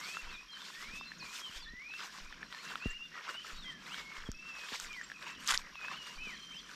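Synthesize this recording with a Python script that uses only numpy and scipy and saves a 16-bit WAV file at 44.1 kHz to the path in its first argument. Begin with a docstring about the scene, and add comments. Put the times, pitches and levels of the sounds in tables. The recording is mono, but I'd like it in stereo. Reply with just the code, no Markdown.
"""Grassy field: a walker crosses it with a small camera. Legs swish through blades (shaped noise and grains),
stems crackle, tick and snap (damped tones), a dry tuft is crushed and one hard click sounds.
Footfalls sway the handle and bumps thud in the body (decaying sines).
Songbirds whistle gliding sines to the right, with chirps and hoarse far calls; a cricket trills in
short tones. A far low hum and a faint air hiss (filtered noise) lie under it all."""
import sys
import numpy as np
from scipy import signal
from scipy.fft import rfft, irfft, next_fast_len
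from scipy.io import wavfile
from scipy.ndimage import uniform_filter1d, map_coordinates

SR = 44100
rng = np.random.default_rng(int(sys.argv[2]) if len(sys.argv) > 2 else 0)


def undo_db(level):
    """Turn decibels back into plain size, where 20 dB means ten times bigger."""
    steps = np.asarray(level, float) / 20
    return 10 ** steps


def store_wav(level_fs):
    """Save 16-bit WAV to argv[1]."""
    pcm = np.round(np.clip(np.atleast_2d(level_fs), -1, 1) * 32767)
    wavfile.write(sys.argv[1], SR, pcm.T.astype(np.int16))


N = 297675
T = np.arange(N) / SR


def unit(x):
    """Scaled to rms 1."""
    return x / np.sqrt(np.mean(x ** 2) + 1e-20)


def along(points, hz):
    """(f/Hz, value) points read on a log axis."""
    f, v = np.transpose(points)
    return np.interp(np.log(hz + 1), np.log(f + 1), v)


def curves(rows):
    """One value per sample for each column after the time."""
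    s, *cols = np.transpose(rows)
    return [np.interp(T, s, c) for c in cols]


def wobble(knots_per_s):
    """Smooth random curve."""
    knots = rng.standard_normal(int(N * knots_per_s / SR) + 4)
    return map_coordinates(knots, [T * knots_per_s])


def filtered(x, response):
    """x times a complex response of frequency."""
    m = next_fast_len(N + 8192)
    spectrum = rfft(x, m) * response(np.fft.rfftfreq(m, 1 / SR))
    return irfft(spectrum, m)[..., :N]


def shaped_noise(spectrum):
    """Two independent noises with the spectrum (f/Hz, level/dB)."""
    return filtered(rng.standard_normal((2, N)), lambda hz: undo_db(along(spectrum, hz)))


def placed(x, left_db, lag_us):
    """One source at both ports: left louder by left_db and late by lag_us."""
    def half(hz):
        return undo_db(left_db / 2) * np.exp(-1j * np.pi * hz * lag_us * 1e-6)

    return filtered(x, lambda hz: np.array([half(hz), 1 / half(hz)]))


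def wide(pair, alike, side):
    """Two unrelated sounds mixed to a left-right likeness and balance for each frequency."""
    def turn(hz):
        return np.arccos(np.clip(along(alike, hz), -1, 1)) / 2

    def lead(hz):  # left port nearer by 12 us
        return along(side, hz) * np.log(10) / 20 + 2j * np.pi * hz * 12e-6

    a, b = filtered(pair, lambda hz: np.array([np.cos(turn(hz)), np.sin(turn(hz))]))
    return filtered(np.array([a + b, a - b]), lambda hz: np.exp(np.outer([.5, -.5], lead(hz))))


def add(x, s, piece):
    """Adds a piece into x from time s."""
    i = round(s * SR)
    x[..., i:i + piece.shape[-1]] += piece[..., :N - i]


# hum spectrum before scaling: [f/Hz, level/dB]
HUM_SPECTRUM = [(8.8, -50), (15, -21), (43, 0.5), (91, -29), (140, -2), (184, 2.5), (318, -4), (700, -17),
                (910, -40), (1540, -120)]
# mean hum level: [t/s, level/dB]
HUM_LEVEL = [(0, -60.5), (.7, -64.5), (1.05, -55.5), (1.4, -63.5), (2.1, -65), (2.4, -58.5), (3.25, -65),
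             (3.7, -57.5), (4.7, -65.5), (5.1, -59), (5.85, -63), (6.3, -56.5), (6.75, -62.5)]


def hum():
    """Far hum: low noise reaching the right port early, with an opposed, unrelated part at the two ports."""
    a, b = shaped_noise(HUM_SPECTRUM)
    pair = unit(placed(a, left_db=-11.5, lag_us=1100) + .65 * np.array([b, -b]))
    return undo_db(curves(HUM_LEVEL)[0] + 2.06 * wobble(9)) * pair


SWELL_DB, FADE_DB = 8.5, 7.5  # rise of a note to its peak, fall from it


def whistles(notes, flutter_db, rough_hz):
    """Each note is a gliding sine with soft ends, unsteady from the air it crosses."""
    out = np.zeros(N)
    flutter = undo_db(flutter_db * (wobble(70) + 0.46 * wobble(25)))
    drift_hz = rough_hz * wobble(150)
    for s, length, db, hz, peak in notes:
        t = T[:round(length * SR)]
        place = t / length
        glide_hz = map_coordinates(np.array(hz, float), [place * (len(hz) - 1)], mode="nearest")
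        pitch_hz = glide_hz + drift_hz[round(s * SR):][:len(t)]
        peak = np.clip(peak, .02, .98)
        level_db = np.interp(place, [0, peak, 1], [db - SWELL_DB, db, db - FADE_DB])
        ends = np.clip(np.minimum(t, length - t) / 0.0026, 0, 1)
        tone = np.sin(2 * np.pi * np.cumsum(pitch_hz) / SR)
        add(out, s, np.sqrt(2) * ends * undo_db(level_db) * tone)
    return out * flutter


def midway(calls):
    """Calls given a peak just past the middle."""
    return [(*row, 0.56) for row in calls]


# songbird notes: [t/s, length/s, peak level/dB, f/Hz at even steps, place of peak 0-1]
SONG_NOTES = [(0, .21, -47.5, [2030, 2250, 2496, 2655, 2713], .75),
              (.28, 0.15, -49, [2670, 2615, 2426, 2465, 2570], 0.38),
              (.482, 0.13, -49, [3260, 3205, 3130, 3070, 3500], 0.4),
              (.73, 0.36, -48, [1804, 1953, 2263, 2560, 2678, 2690], 0.73),
              (1.195, .155, -49.5, [2540, 2470, 2366, 2461, 2580], 0.15),
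              (1.4, 0.1, -44, [3300, 3170, 2920], 0.6), (1.525, .045, -51, [3080, 3170], .5),
              (1.58, .12, -55, [3230, 3480, 3480, 3400], .5),
              (1.66, .31, -47, [1739, 1887, 2022, 2350, 2574, 2696], 1),
              (2.5, .12, -54, [1990, 1870, 1833, 2440], .5), (2.62, .12, -53.5, [2560, 2720, 2700], 0.56),
              (2.8, 0.18, -43.5, [2460, 2710, 2780, 2800, 2880], 0.22),
              (2.845, .105, -52, [1967, 1850, 1790, 2450], .6), (2.98, 0.097, -48, [2640, 2790, 2810],
              0.46), (3.115, 0.097, -50.5, [1830, 1950, 1890, 1720], .7),
              (3.34, 0.092, -43.5, [2790, 2896, 3010, 3045, 3230], .3), (3.48, .045, -58, [3071, 3760], .5),
              (3.545, .07, -51, [3800, 3860], .8), (3.62, .09, -46, [3750, 3290, 3150, 3130], 1),
              (3.645, 0.16, -51.5, [2030, 2007, 1825, 1730, 1640], 0.13),
              (3.87, 0.088, -47.5, [1956, 2480, 2960, 3313], .8),
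              (3.92, .26, -50, [2268, 2227, 2180, 2190, 2125], 0.55), (4.255, .03, -51, [3400, 3150], 0.3),
              (4.34, 0.32, -48, [2590, 2675, 2687, 2560, 2530], 0.64),
              (4.89, .13, -46, [2415, 2430, 2180, 1955, 1815], 0.14),
              (5.745, 0.22, -46.5, [2694, 2560, 2514, 2600, 2695, 2910], 0.42),
              (5.965, 0.16, -48, [3105, 2868, 2880, 2833, 2770], 0.02),
              (6.17, .26, -53.5, [3050, 3010, 3040, 3100, 3150], 0.24),
              (6.18, .18, -44.5, [2330, 2590, 2525, 2340, 2010, 1760], .25),
              (6.43, .19, -48.5, [3130, 3126, 3135, 3100, 3430], .7),
              (6.515, 0.088, -49.5, [2124, 2650, 3100, 3662], .8)]


def song():
    """Songbirds: long gliding whistles."""
    return whistles(SONG_NOTES, flutter_db=2.0, rough_hz=25.2)


# far calls: [t/s, length/s, peak level/dB, f/Hz at even steps]
FAR_CALLS = [(.27, 0.056, -57, [3200, 3350, 3700]), (.59, 0.068, -56, [3420, 3600, 3300]),
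             (.94, .1, -57, [3400, 3550, 3710]), (2.2, 0.123, -59, [2350, 2400, 2330]),
             (3.27, .06, -52, [2900, 2850]), (5.136, 0.047, -52.5, [2640, 2440]),
             (5.21, .12, -53, [2350, 2670, 2600]), (5.329, 0.071, -58, [3100, 2933]),
             (5.6, 0.093, -59.5, [2500, 2040, 2020]), (6.299, .15, -59.5, [3190, 3230, 3000])]


def far_calls():
    """Hoarse calls blurred by distance: strong pitch drift, little flutter."""
    return whistles(midway(FAR_CALLS), flutter_db=0.8, rough_hz=89.4)


# small birds ahead: [t/s, length/s, peak level/dB, f/Hz at even steps]
CHIRP_NOTES = [(.3, 0.077, -55.5, [4480, 3420]), (0.512, .04, -54, [4200, 4000]),
               (0.961, 0.066, -58, [5700, 5000, 5300]), (1.047, .075, -52.5, [4140, 4100]),
               (1.13, .05, -65, [4300, 4100]), (1.181, .06, -52, [7100, 5000, 4200, 4000]),
               (1.599, .065, -52.5, [4940, 4400, 3600]), (1.678, 0.027, -54, [3800, 4100]),
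               (1.882, 0.061, -63, [4300, 4000, 3900]), (2.307, 0.043, -59.5, [4100, 2800]),
               (2.405, .025, -66, [7300, 5165]), (2.448, .03, -60, [4350, 4000]),
               (2.546, 0.078, -57.5, [4260, 4200, 4420]), (2.899, .019, -53.5, [6400, 7400, 7800]),
               (3.026, 0.062, -60, [3446, 3550, 3400]), (3.523, 0.092, -56.5, [4452, 4440, 4400, 3900]),
               (4.922, 0.032, -50.5, [2300, 3050, 3140]), (5.031, .022, -54.5, [7050, 7500, 7300]),
               (6.14, 0.037, -58, [4200, 4500, 4800]), (6.336, .045, -56, [4700, 4150, 4000]),
               (6.404, 0.047, -59, [4220, 4120]), (6.5, .03, -64, [6450, 6400]),
               (6.538, 0.095, -59, [5280, 5200, 4400, 3930])]


def chirps():
    """Small birds: thin, high, short glides."""
    return whistles(midway(CHIRP_NOTES), flutter_db=2.0, rough_hz=30.4)


# echoes off shrubs: [f/Hz, t60/s]
FIELD_T60 = [(1000, 0.21), (3000, 0.5), (8000, 0.11)]


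def echoes(x):
    """The shrubs' answer, 400 samples late, each frequency dying at its own speed."""
    hz, t, z = signal.stft(rng.standard_normal((2, SR // 2)), SR, nperseg=256)
    decay = undo_db(-60 * t / along(FIELD_T60, hz)[:, None])
    tail = signal.istft(z * decay, SR, nperseg=256)[1]
    late = np.pad(x, (400, 0))[None]
    return signal.fftconvolve(late, tail / np.linalg.norm(tail[0]), axes=1)[:, :N]


def birds():
    """Three kinds of voice from their own directions, in the echoes of the field."""
    singing, far, chirping = song(), far_calls(), chirps()
    direct = placed(singing, left_db=-4.5, lag_us=55)
    direct = direct + placed(chirping, left_db=-2.5, lag_us=10.5)
    direct = direct + placed(far, left_db=-7, lag_us=18)
    return direct + undo_db(-10.5) * echoes(singing + chirping + 2.5 * far)


# trill: [t/s, wing f/Hz, stroke level/dB]
CRICKET_TRILL = [(0, 5620, -57.5), (1, 5580, -58.5), (1.8, 5610, -59.5), (2.5, 5590, -59), (2.9, 5650, -62),
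                 (3.4, 5600, -57), (3.74, 5600, -56.5), (3.8, 5680, -78), (4.2, 5600, -60),
                 (4.3, 5580, -54.5), (5.9, 5670, -56.5), (6.05, 5690, -56), (6.25, 5800, -55.5),
                 (6.75, 5920, -55)]


def cricket():
    """Each wing stroke is a short tone that sinks in pitch; a lower neighbour keeps the same beat."""
    hz, db = curves(CRICKET_TRILL)
    beat = (T * 41.9 + .2) % 1 - .5  # 41.9 strokes/s
    closing = np.exp(-(beat / .18) ** 2)
    stroke = closing * undo_db(db + 1.6 * wobble(32))

    def tone(f):
        pitch_hz = f * (1 - 0.071 * beat) + 30 * wobble(200)
        return np.sin(2 * np.pi * np.cumsum(pitch_hz) / SR)

    both = tone(hz) + undo_db(-10) * tone(.87 * hz)
    return placed(stroke * both, left_db=-2.0, lag_us=18)


def crackle(count, spread_db):
    """Blades flicking free: tiny damped tones of random pitch, a few bigger than the rest."""
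    draw = rng.random((count, 3))
    hz = 800 * 18 ** draw[:, 1:2]
    size = hz * undo_db(np.minimum(-spread_db * np.log(1 - draw[:, 2:]), 14))
    t = T[:260]
    grain = size * np.sin(2 * np.pi * hz * t) * t * np.exp(-t / (.0001 + 1.1 / hz))
    at = (draw[:, :1] * N).astype(int) + np.arange(len(t))
    return unit(np.bincount(at.ravel(), grain.ravel())[:N])


def patchy(pair, patchy_db):
    """Random patches of gain in time and pitch, as single clumps of grass answer in turn."""
    z = signal.stft(pair, nperseg=512)[2]
    patches = uniform_filter1d(rng.standard_normal(z.shape[1:]), size=4, axis=0)
    patches = uniform_filter1d(patches, size=6, axis=1)
    return signal.istft(z * undo_db(patchy_db * unit(patches)), nperseg=512)[1][:, :N]


# left-right likeness: [f/Hz, correlation]
GRASS_ALIKE = [(400, .75), (1400, .94), (5000, .92), (8000, .8), (12000, .5)]
# balance: [f/Hz, left over right/dB]
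GRASS_SIDE = [(400, 1), (1300, 4.5), (4400, 1.5), (8000, 5), (12000, 10)]


def rustle():
    """Hiss and crackle of grass in uneven clumps, before spectrum and level."""
    raw = 1.76 * rng.standard_normal((2, N)) + [crackle(count=9000, spread_db=3.0) for _ in range(2)]
    return wide(patchy(raw, patchy_db=2) * undo_db(1.7 * wobble(40)), GRASS_ALIKE, GRASS_SIDE)


# leg sweeps: [middle t/s, half length/s, low rustle level/dB, bright over low/dB]
LEG_SWEEPS = [(0.072, .14, -49.5, -5), (0.295, 0.11, -54.5, -13), (.55, 0.044, -62, -11),
              (0.68, 0.11, -53.5, -5.5), (0.829, 0.099, -51.5, -6.5), (0.966, 0.051, -61, -0.5),
              (1.12, 0.089, -61, -11), (1.244, 0.047, -53.5, -8), (1.357, 0.081, -52.5, -1.5),
              (1.536, 0.1, -52.5, -7.5), (1.951, 0.023, -53.5, -11.5), (2.03, 0.057, -47, -10),
              (2.175, .07, -54, -7), (2.38, 0.13, -55, -20), (2.55, 0.052, -52.5, -12),
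              (2.686, 0.086, -48, -10.5), (2.843, 0.084, -52, -12.5), (3.214, 0.081, -49.5, -18.5),
              (3.318, 0.049, -46, -13), (3.489, 0.078, -51, -9.5), (3.673, 0.093, -57, -12.5),
              (3.881, 0.056, -52.5, -11), (3.98, 0.065, -47.5, -8), (4.17, 0.09, -49.5, -13.5),
              (4.483, .08, -57, -16.5), (4.62, 0.084, -49, -11.5), (4.755, .08, -49, -2.5),
              (4.917, 0.088, -54, -9), (5.081, 0.1, -56, -11.5), (5.271, 0.069, -49, -10.5),
              (5.42, 0.058, -57, -9), (5.591, .035, -54.5, -4), (5.68, 0.08, -56.5, -24),
              (5.844, 0.042, -48.5, -17.5), (5.919, 0.055, -46, -14.5), (6.094, 0.088, -52.5, -7.5),
              (6.29, 0.086, -53.5, -11.5), (6.51, 0.18, -61, -6), (6.74, 0.076, -53, -13)]
# rustle between sweeps: low, middle, bright [level/dB]
REST_DB = [-64.5, -70.5, -78]
MIDDLE_DB, MIDDLE_FOLLOWS = 2.5, 0.55  # middle over low, share of the brightness it follows


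def sweeps():
    """Gain of low, middle and bright rustle: bell-shaped sweeps over a quiet rest, summed as powers."""
    s, half, db, bright_db = np.transpose(LEG_SWEEPS)
    peaks = undo_db([db, db + MIDDLE_DB + MIDDLE_FOLLOWS * bright_db, db + bright_db]) ** 2
    t = T[::64]
    bells = np.exp(-2 * ((t - s[:, None]) / half[:, None]) ** 2)
    power = undo_db(np.array(REST_DB))[:, None] ** 2 + peaks @ bells
    return [np.interp(T, t, np.sqrt(p)) for p in power]


# blade spectrum before scaling: [f/Hz, level/dB]
BLADE_SPECTRUM = [(200, -36), (350, -8), (620, -10.5), (860, -15.5), (1000, -6), (1400, -3), (2000, -4.5),
                  (3400, -3), (5000, -5.5), (7500, -13.5), (9500, -22), (10800, -30), (12200, -21),
                  (14500, -39.5), (15500, -40)]


def swish(raw):
    """Legs through blades: low, middle and bright rustle swell with the stride."""
    low = [(1700, 1), (3500, 0)]
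    middle = [(1700, 0), (3500, 1), (5000, 1), (7000, 0)]
    bright = [(5000, 0), (7000, 1)]
    out = 0
    for gain, share in zip(sweeps(), [low, middle, bright]):
        part = unit(filtered(raw, lambda hz: undo_db(along(BLADE_SPECTRUM, hz)) * along(share, hz)))
        out = out + gain * undo_db(1.52 * wobble(25)) * part
    return out


# air spectrum before scaling: [f/Hz, level/dB]
AIR_SPECTRUM = [(410, -24), (700, -34), (1650, 1.5), (4470, -2.5), (5500, 0), (8430, -22.5), (12300, -21),
                (14500, -27), (15500, -55)]


def air():
    """Faint hiss of open air: noise as wide as the grass, wavering slowly."""
    pair = wide(rng.standard_normal((2, N)), GRASS_ALIKE, GRASS_SIDE)
    pair = unit(filtered(pair, lambda hz: undo_db(along(AIR_SPECTRUM, hz))))
    return undo_db(-62 + 1.4 * wobble(2.9)) * pair


def crack(hz, turns):
    """Short bright tone in a bell 1 ms into the piece, turns cycles to its 1/e point."""
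    t = T[:900] - .001
    return np.sin(2 * np.pi * hz * t) * np.exp(-(t * hz / turns) ** 2)


# louder stems: [t/s, ring f/Hz, ring level/dB, crack f/Hz, crack level/dB]
STEM_SNAPS = [(0.1697, 1360, -25, 3310, -38), (0.6062, 1600, -41, 3370, -39), (0.618, 1530, -39, 3730, -35),
              (1.0109, 1090, -33, 3690, -50), (1.118, 1770, -30.5, 4120, -50),
              (1.938, 1640, -34.5, 3370, -35), (2.185, 1080, -38, 5000, -45.5),
              (2.3258, 1770, -34.5, 3600, -44.5), (2.4296, 1740, -28, 3410, -50),
              (2.5255, 1450, -35, 3300, -35), (2.5475, 1830, -37.5, 4260, -37),
              (2.7557, 1340, -24, 3180, -28.5), (3.1433, 1910, -36, 3610, -50),
              (3.4474, 1306, -36, 5620, -53), (3.9435, 1560, -31.5, 3320, -32),
              (3.982, 1280, -35, 5050, -37), (4.3162, 1530, -42.5, 6200, -29),
              (4.6866, 1740, -35, 2600, -36), (4.7504, 1430, -45.5, 4980, -35),
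              (4.799, 1460, -34, 6820, -24.5), (4.9297, 1205, -55, 5740, -36),
              (5.013, 1700, -30, 5590, -45), (5.1, 1760, -32.5, 4870, -47), (5.117, 1680, -29.5, 3320, -40),
              (5.226, 1700, -39, 3610, -37), (5.466, 1530, -45, 3700, -30.5),
              (5.4753, 1670, -36, 6200, -16), (5.4824, 1500, -39, 3340, -24),
              (5.4928, 1280, -25, 3260, -20), (5.504, 1600, -23.5, 3740, -37.5),
              (5.513, 1200, -26, 4630, -26), (5.5216, 1460, -19.5, 4030, -24),
              (5.5382, 1450, -23.5, 3920, -27), (5.5954, 1060, -54, 3940, -40),
              (5.7549, 1100, -37.5, 2900, -36.5), (5.8137, 1520, -35, 3000, -50),
              (5.883, 1590, -28, 3770, -39)]
TICKS_DB, TICK_CRACK_DB = -45, -2  # loudest random tick: ring level, crack over ring


def snaps():
    """Each snap or random tick is a short bright crack and a few cycles of a hollow stem ringing."""
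    out, t = np.zeros(N), T[:900]
    ticks = []
    for a, b, c, d in rng.random((24, 4)):
        tick_db = TICKS_DB - 6 * c
        ticks.append((a * T[-1], 1100 + 800 * b, tick_db, 3300 + 2400 * d, tick_db + TICK_CRACK_DB))
    for s, ring_hz, ring_db, crack_hz, crack_db in STEM_SNAPS + ticks:
        ring = np.sin(2 * np.pi * ring_hz * t) * np.exp(-t / 0.0018) * (1 - np.exp(-t / 0.00027))
        bright = crack(crack_hz, turns=1.07) + .1 * crack(12200, turns=2.5)
        add(out, s, undo_db(ring_db) * ring + undo_db(crack_db) * bright)
    return placed(out, left_db=5.0, lag_us=-12)


# footfalls felt through the handle: [t/s, level/dB]
FOOTFALLS = [(.226, -44), (.779, -61), (.87, -50), (1.554, -48), (1.649, -50), (2.21, -46.5), (2.899, -56),
             (3.524, -43.5), (4.179, -45.5), (4.823, -50.5), (5.519, -44), (6.159, -45.5)]
# rumble spectrum before scaling: [f/Hz, level/dB]
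SHUDDER_SPECTRUM = [(15, -20), (30, 0), (55, -2), (90, -40), (200, -90)]
SWAY_HZ, SHUDDER_DB, SHUDDER_S = 16.8, -9, .12  # sway pitch; rumble re footfall level, its decay


def footfalls():
    """Each footfall sways the handle in a damped slow sine and leaves a decaying rumble."""
    out, t = np.zeros((2, N)), T[:SR // 3]
    a, b = unit(shaped_noise(SHUDDER_SPECTRUM))
    rumble = np.array([a, .5 * a + .5 * b])
    shudder = np.exp(-t / SHUDDER_S) * (1 - np.exp(-t / .01))
    sway = np.sin(2 * np.pi * SWAY_HZ * t) * np.exp(-(t / 0.11) ** 2) * (1 - np.exp(-t / 0.0062))
    for s, db in FOOTFALLS:
        add(out, s, undo_db(db + SHUDDER_DB) * rumble[:, round(s * SR):][:, :len(t)] * shudder)
        add(out, s, undo_db(db) * sway * np.array([[1.2], [.8]]))
    return out


# bumps on the camera body: [t/s, level/dB, start f/Hz, deep thud re level/dB]
BODY_BUMPS = [(.935, -46, 300, -12), (1.495, -51, 304, -8), (1.735, -47, 404, -7), (2.858, -29.5, 480, 1.5),
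              (4.289, -35.5, 460, 2.5), (4.72, -40, 1110, -20), (5.38, -51.5, 300, -10),
              (6.27, -43.5, 700, -23)]


def bumps():
    """A bump spreads through the body, high pitches first, unlike at the two ports."""
    out, t = np.zeros((2, N)), T[:SR // 3]
    for s, db, hz, deep_db in BODY_BUMPS:
        def wave(turns, life_s):
            return -np.sin(2 * np.pi * turns * np.log(1 + t * hz / turns)) * np.exp(-t / life_s)

        deep = undo_db(deep_db) * wave(0.735, life_s=0.038)
        quick = wave(1.2, life_s=0.0051)
        left = deep + 0.85 * wave(0.78, life_s=0.0036)
        right = .5 * deep + 1.97 * quick
        blow = undo_db(db) * (1 - np.exp(-t / 0.00084))
        add(out, s, blow * np.array([left, right]))
        add(out, s + 0.00457, blow * quick * np.array([[.4], [1.1]]))  # the contact bounces once
    return out


# tuft spectrum before scaling: [f/Hz, level/dB]
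TUFT_SPECTRUM = [(290, -55), (500, -20), (863, -21), (968, -10.5), (1450, -10), (1880, -8), (7340, -12.5),
                 (12100, -27), (14600, -36), (15500, -88)]
CRUSH_S, CRUSH_DB, CRUSH_END_S = 5.498, -30.5, 5.562  # loudest moment, its level, start of steep end
CRUSH_RISE_DB_PER_S, CRUSH_FALL_DB_PER_S = 387, 144


def crush(raw):
    """Dry tuft crushed under the shoe: rough rustle with a steep rise and a slower fall."""
    rough = np.roll(raw, SR, axis=1) * undo_db(3.7 * wobble(260))  # shifted 1 s: unlike the swish
    tuft = unit(filtered(rough, lambda hz: undo_db(along(TUFT_SPECTRUM, hz))))
    late = T - CRUSH_S
    level_db = CRUSH_DB + np.minimum(CRUSH_RISE_DB_PER_S * late, -CRUSH_FALL_DB_PER_S * late)
    level_db = level_db - 700 * np.maximum(T - CRUSH_END_S, 0)
    return undo_db(level_db) * tuft


# hard dry click: [t/s, level/dB, f/Hz, left over right/dB]
DRY_CLICK = (5.5762, -13.5, 4900, 2.2)


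def click():
    """One hard dry click: a crack with no ring."""
    s, db, hz, left_db = DRY_CLICK
    out = np.zeros(N)
    add(out, s - .001, undo_db(db) * crack(hz, turns=1.1))
    return placed(out, left_db, lag_us=-8)


def scene():
    """Everything at the two microphone ports."""
    raw = rustle()
    field = hum() + birds() + cricket() + swish(raw) + air()
    return field + snaps() + footfalls() + bumps() + crush(raw) + click()


def roll_off(x):
    """The treble ends steeply here."""
    return signal.sosfilt(signal.butter(12, 15680, fs=SR, output="sos"), x)


def record(dry):
    """The finished two-port mix as the camera stores it."""
    return roll_off(dry)


dry = scene()
out = record(dry)
store_wav(out)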